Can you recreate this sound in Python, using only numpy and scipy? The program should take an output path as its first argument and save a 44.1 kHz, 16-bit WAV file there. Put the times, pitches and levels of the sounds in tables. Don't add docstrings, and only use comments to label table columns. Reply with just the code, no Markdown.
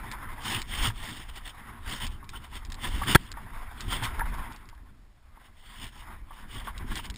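import sys
import numpy as np
from scipy import signal
from scipy.fft import rfft, irfft, next_fast_len
from scipy.io import wavfile
from scipy.ndimage import uniform_filter1d, map_coordinates

SR = 44100
rng = np.random.default_rng(int(sys.argv[2]) if len(sys.argv) > 2 else 0)


def to_wav(s):
    ch = np.atleast_2d(s).T
    pcm = np.round(np.clip(ch, -1, 1) * 32767)
    wavfile.write(sys.argv[1], SR, pcm.astype(np.int16))


def to_linear_factor(level_db):
    exponent = np.asarray(level_db, float) / 20
    return 10 ** exponent


N = 316396

# (time [s], level [dB])
WIND = [(0, -41), (.7, -40.5), (.88, -27), (.95, -41.5), (1.65, -46), (2.1, -36.5), (2.3, -41.5),
        (2.75, -41), (2.87, -33.5), (3.15, -35), (3.25, -40), (3.8, -42.5), (3.9, -33), (4.3, -34.5),
        (4.6, -44.5), (5.1, -51), (5.85, -48.5), (6.1, -43.5), (6.4, -47), (6.55, -39), (6.75, -40),
        (6.83, -30.5), (7.0, -37.5), (7.17, -38.5)]
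# (frequency [Hz], level [dB])
RUMBLE_COLOUR = [(7.1, -32), (12, 2.5), (27, 4.5), (75, -5.5), (110, -17), (140, -47.5), (240, -120)]
# (frequency [Hz], level [dB])
FLUTTER_COLOUR = [(41, -39), (70, -7.5), (104, 3), (172, -8), (215, -3), (363, -12), (450, -20.5),
                  (600, -35.5), (780, -32), (1320, -120)]
# (frequency [Hz], level [dB])
HISS_COLOUR = [(150, -22.5), (600, 3.5), (5500, -8)]
# (time [s], level [dB])
GLIDE = [(0, -46), (.1, -44.5), (.4, -49.5), (1.25, -59), (1.68, -49.5), (1.77, -53), (2.2, -58.5),
         (2.35, -54.5), (2.7, -55), (3.0, -40.5), (3.2, -56), (3.4, -50.5), (3.59, -47.5), (3.68, -52),
         (4.05, -40), (4.25, -44), (4.5, -45.5), (4.68, -61), (4.9, -65), (5.08, -77), (5.4, -60.5),
         (5.9, -67), (6.12, -48), (6.2, -63), (6.31, -55.5), (6.43, -56), (6.7, -49.5), (7.17, -58.5)]
# (frequency [Hz], level [dB])
SWISH_COLOUR = [(240, -42), (400, -11.5), (581, -10.5), (1050, 4), (1190, -0.5), (2070, -2.5), (2810, -15),
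                (3600, -13), (4180, -24.5), (5420, -19), (6000, -49), (7800, -77.5), (13200, -120)]
# (time [s], peak level [dB])
TICKS = [(0.1147, -26), (0.6173, -25.5), (1.356, -41), (2.067, -27.5), (2.2433, -44.5), (2.2916, -30.5),
         (2.65, -35.5), (2.6664, -46), (2.701, -36.5), (2.7202, -29.5), (2.7432, -32.5), (3.317, -27),
         (3.8066, -26), (4.193, -36), (4.3415, -38.5), (4.374, -49), (4.46, -57), (4.5232, -36),
         (4.562, -39), (4.6558, -53), (4.6892, -37), (4.7491, -54), (6.7783, -30.5), (6.88, -48),
         (6.9556, -25), (7.0564, -32.5), (7.1, -27.5), (7.1414, -36.5), (7.1595, -32.5)]
# (frequency [Hz], level [dB])
CRUMB_COLOUR = [(590, -24.5), (1000, -20), (1660, -10), (2990, -10.5), (3580, -6.5), (4860, -9.5),
                (6000, -13.5), (7800, -39), (13200, -120)]
# (start [s], length [s], level at mid bite [dB])
BITES = [(0.445, 0.16, -31.5), (0.691, 0.17, -35.5), (0.817, 0.074, -29), (0.964, 0.27, -42.5),
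         (1.282, .027, -47.5), (1.35, 0.043, -45), (1.45, 0.057, -44), (1.862, 0.13, -37.5),
         (2.002, 0.072, -38), (2.083, 0.09, -55.5), (2.332, 0.05, -47.5), (2.433, 0.027, -47.5),
         (2.526, 0.059, -44), (2.829, 0.056, -32.5), (2.887, 0.15, -43), (3.068, 0.075, -27),
         (3.178, 0.11, -49), (3.779, .07, -46.5), (3.897, 0.082, -34), (4.031, 0.034, -31.5),
         (4.075, 0.028, -50), (4.423, 0.21, -63), (5.442, 0.033, -57), (5.566, 0.2, -58.5),
         (5.659, 0.13, -52.5), (5.769, 0.12, -44.5), (5.917, 0.12, -52.5), (6.3, 0.13, -54.5),
         (6.509, 0.11, -43), (6.643, 0.061, -49), (6.892, .045, -42), (6.947, 0.058, -38.5),
         (7.037, 0.033, -43)]
# (frequency [Hz], level [dB])
SCRAPE_COLOUR = [(60, -28), (100, -12.5), (230, -11.5), (450, -23.5), (620, -22), (900, -18.5),
                 (1450, -18.5), (1870, -9), (2500, -15.5), (3000, -5.5), (3600, -8.5), (3950, -20.5),
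                 (5300, -17), (6000, -25)]
# (frequency [Hz], strength before scatter [dB], time to fall 60 dB [s])
HOUSING_MODES = [(109.9, -2, 0.16), (320, -5, 0.024), (948, 0.5, 0.026), (1090, 2, 0.019),
                 (1400, 2.5, 0.018), (1650, 11.5, 0.011), (1950, -1, .018), (2270, -6, 0.016),
                 (3424, -3, 0.019), (3230, -21.5, 0.045), (4350, -14.5, .012)]
# (time [s], peak level [dB])
JOLTS = [(0.876, -22.5), (4.021, -27.5)]
# (time [s], peak level [dB], centre of the blow [Hz], length of the contact [s])
TAPS = [(.901, -27.5, 1265, 0.0066), (2.226, -38, 1120, 0.033), (2.331, -36, 1100, 0.057),
        (3.014, -22, 1060, 0.016), (3.034, -23.5, 2070, 0.0033), (3.339, -37.5, 1600, 0.0031),
        (3.369, -33.5, 1200, 0.04), (3.465, -41, 1070, 0.016), (4.022, -27.5, 1030, 0.011),
        (4.193, -21.5, 1230, 0.015), (4.206, -23, 1660, 0.0093), (4.215, -21, 1080, 0.017),
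        (4.728, -46, 990, 0.014), (4.777, -50, 1410, 0.014), (5.373, -43.5, 930, 0.0085),
        (6.015, -47, 1000, .06), (6.075, -40.5, 1050, 0.055), (6.306, -36.5, 1025, 0.045),
        (6.673, -27, 910, 0.01), (6.913, -30, 1310, 0.018), (6.991, -32, 1180, 0.0051)]
# (time [s], peak level of the ring [dB], centre of the blow [Hz], push before its factor [dB], signed push factor)
KNOCK = [(3.1487, -3.5, 2900, -11.5, -0.45), (3.1525, -5, 2002, -6.5, 0.63), (3.1547, 6.5, 1620, 2, -0.85),
         (3.1579, 2, 1420, -5, 0.85)]

FLUTTER_DB, SHAKE_DB, RIDE_DB = -13.5, -6.5, -5.5
HARD_BITE_DB, SHAKE_GROWS = -37, 0.3
SPRAY_DB = -5
BOUNCE_S, BOUNCE_DB = 0.008, -7
ARCH_DB, DIG_IN_DB_PER_S, LET_GO_DB_PER_S = 8, 378, 649
FIRST_BLOW = 4
HOLD_HZ = 12000


def unit(x):
    return x / np.sqrt(np.mean(x ** 2) + 1e-20)


def strength_curve(rows):
    s, db = np.transpose(rows)
    return to_linear_factor(np.interp(np.arange(N) / SR, s, db))


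def wobble(rate):
    knots = rng.standard_normal(int(N * rate / SR) + 4)
    return map_coordinates(knots, [np.arange(N) * rate / SR])


def filtered(x, response):
    m = next_fast_len(len(x) + 8192)
    spectrum = rfft(x, m) * response(np.fft.rfftfreq(m, 1 / SR))
    return irfft(spectrum, m)[:len(x)]


def coloured_noise(length, colour):
    return coloured(rng.standard_normal(length), colour)


def coloured(x, colour):
    f, db = np.transpose(colour)
    return unit(filtered(x, lambda hz: to_linear_factor(np.interp(np.log(hz + 1), np.log(f + 1), db))))


def add_at(out, s, sound):
    out[round(s * SR):][:len(sound)] += sound


def crunch(colour, per_second, spread_db, grain_share):
    breaks = rng.random(N) < per_second / SR
    sizes = to_linear_factor(spread_db * rng.exponential(size=N))
    grains = unit(breaks * rng.standard_normal(N) * sizes)
    mix = np.sqrt(grain_share) * grains + np.sqrt(1 - grain_share) * rng.standard_normal(N)
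    z = signal.stft(mix, nperseg=512)[2]
    patches = uniform_filter1d(rng.standard_normal(z.shape), size=5, axis=0)
    patches = uniform_filter1d(patches, size=8, axis=1)
    patchy = signal.istft(z * to_linear_factor(2.2 * unit(patches)), nperseg=512)[1][:N]
    return coloured(patchy, colour)


def wind_rumble(wind):
    lumps = to_linear_factor(2.5 * wobble(12) + 0.62 * wobble(2.8))
    return wind * unit(coloured_noise(N, RUMBLE_COLOUR) * lumps)


def flutter(wind, bite, glide):
    harder = (bite / to_linear_factor(HARD_BITE_DB)) ** SHAKE_GROWS
    shake = np.hypot(to_linear_factor(SHAKE_DB) * bite * harder, to_linear_factor(RIDE_DB) * glide)
    lumps = to_linear_factor(2.3 * wobble(25) + 1.7 * wobble(6))
    return np.hypot(to_linear_factor(FLUTTER_DB) * wind, shake) * unit(coloured_noise(N, FLUTTER_COLOUR) * lumps)


def hiss():
    return to_linear_factor(-67) * coloured_noise(N, HISS_COLOUR)


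def powder_swish(bite, glide, bumps):
    powder = np.hypot(glide * to_linear_factor(1.6 * wobble(12)), to_linear_factor(SPRAY_DB) * bite)
    flicker = to_linear_factor(0.54 * bumps + 1.82 * wobble(60))
    return powder * flicker * crunch(SWISH_COLOUR, 900, spread_db=-1.0, grain_share=0.043)


def ice_ticks():
    t, out = np.arange(SR // 20) / SR, np.zeros(N + SR)
    snap, spatter = to_linear_factor(-60 * t / 0.006), 0.4 * to_linear_factor(-60 * t / 0.022)
    shape = (snap + spatter) * (1 - np.exp(-t / 0.0005))
    bounces = [(s + BOUNCE_S, db + BOUNCE_DB) for s, db in TICKS]
    for s, db in TICKS + bounces:
        burst = shape * coloured_noise(len(t), CRUMB_COLOUR)
        add_at(out, s, to_linear_factor(db) * burst / np.max(np.abs(burst)))
    return out[:N]


def bite_pressure():
    t, power = np.arange(N) / SR, np.zeros(N)
    for s, length, db in BITES:
        off_centre = np.abs(t - s - length / 2)
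        arch_db = ARCH_DB * np.clip(2 * off_centre / length, 0, 1) ** 2
        before_db = DIG_IN_DB_PER_S * np.clip(s - t, 0, 1)
        after_db = LET_GO_DB_PER_S * np.clip(t - s - length, 0, 1)
        power += to_linear_factor(db - arch_db - before_db - after_db) ** 2
    return np.sqrt(power)


def edge_scrape(bite, bumps):
    chatter = to_linear_factor(1.3 * bumps + 1.5 * wobble(220))
    return bite * chatter * crunch(SCRAPE_COLOUR, 4000, spread_db=1.5, grain_share=0.2)


def blow(db, centre_hz, t, contact_s, reach_octaves):
    hz, level_db, t60 = np.transpose(HOUSING_MODES)[:, :, None]
    scatter_db = rng.normal(0, 3, hz.shape)
    reach_db = -6 * (np.log2(hz / centre_hz) / reach_octaves) ** 2
    strength = to_linear_factor(level_db + scatter_db + reach_db - 60 * t / t60)
    ring = np.sum(strength * np.sin(2 * np.pi * hz * t), axis=0)
    ring = ring * (1 - np.exp(-t / contact_s))
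    return to_linear_factor(db) * ring / np.max(np.abs(ring))


def helmet_jolts():
    t, out = np.arange(SR // 4) / SR, np.zeros(N + SR)
    for s, db in JOLTS:
        add_at(out, s, blow(db, HOUSING_MODES[0][0], t, contact_s=0.00029, reach_octaves=0.4))
    return out[:N]


def housing_taps():
    t, out = np.arange(SR // 4) / SR, np.zeros(N + SR)
    for s, db, centre_hz, length in TAPS:
        grit = rng.standard_normal(len(t)) ** 3 * np.exp(-2 * t / length)
        grit[0] = FIRST_BLOW
        ring = blow(0, centre_hz, t, contact_s=0.001, reach_octaves=0.38)
        rub = signal.fftconvolve(grit, ring)[:len(t)]
        add_at(out, s, to_linear_factor(db) * rub / np.max(np.abs(rub)))
    return out[:N]


def hard_knock():
    t, out = np.arange(SR // 4) / SR, np.zeros(N + SR)
    u = t / 0.0015
    for s, db, centre_hz, push_db, push_factor in KNOCK:
        ring = blow(db, centre_hz, t, contact_s=0.0003, reach_octaves=0.5)
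        push = to_linear_factor(push_db) * u * np.exp(1 - u)
        thud = blow(push_db - 6.5, 300, t, contact_s=0.0016, reach_octaves=0.46)
        crack = to_linear_factor(db - 8 - 60 * t / 0.012) * rng.standard_normal(len(t))
        add_at(out, s, ring + push_factor * (push + thud) + crack)
    return out[:N]


def scene():
    wind, glide, bite = strength_curve(WIND), strength_curve(GLIDE), bite_pressure()
    bumps = wobble(45)
    air = wind_rumble(wind) + flutter(wind, bite, glide) + hiss()
    snow = powder_swish(bite, glide, bumps) + ice_ticks() + edge_scrape(bite, bumps)
    housing = helmet_jolts() + housing_taps() + hard_knock()
    return (air + snow + housing)[None]


def band_limit(x):
    return signal.sosfilt(signal.butter(12, 16650, fs=SR, output="sos"), x)


def record(dry):
    clipped = dry[0] / (1 + np.abs(dry[0] / 0.66) ** 8) ** (1 / 8)
    narrow = filtered(clipped, lambda hz: 1 / np.sqrt(1 + (hz / 5650) ** 60))
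    sampled = narrow * (1 + 2 * np.cos(2 * np.pi * HOLD_HZ * np.arange(N) / SR))

    def hold(hz):
        lift = to_linear_factor(1.5 * (hz / HOLD_HZ) ** 2)
        return np.sinc(hz / HOLD_HZ) * lift / np.sqrt(1 + (hz / 15150) ** 120)

    held = filtered(sampled, hold)
    return band_limit(held[None])


dry = scene()
out = record(dry)
to_wav(out)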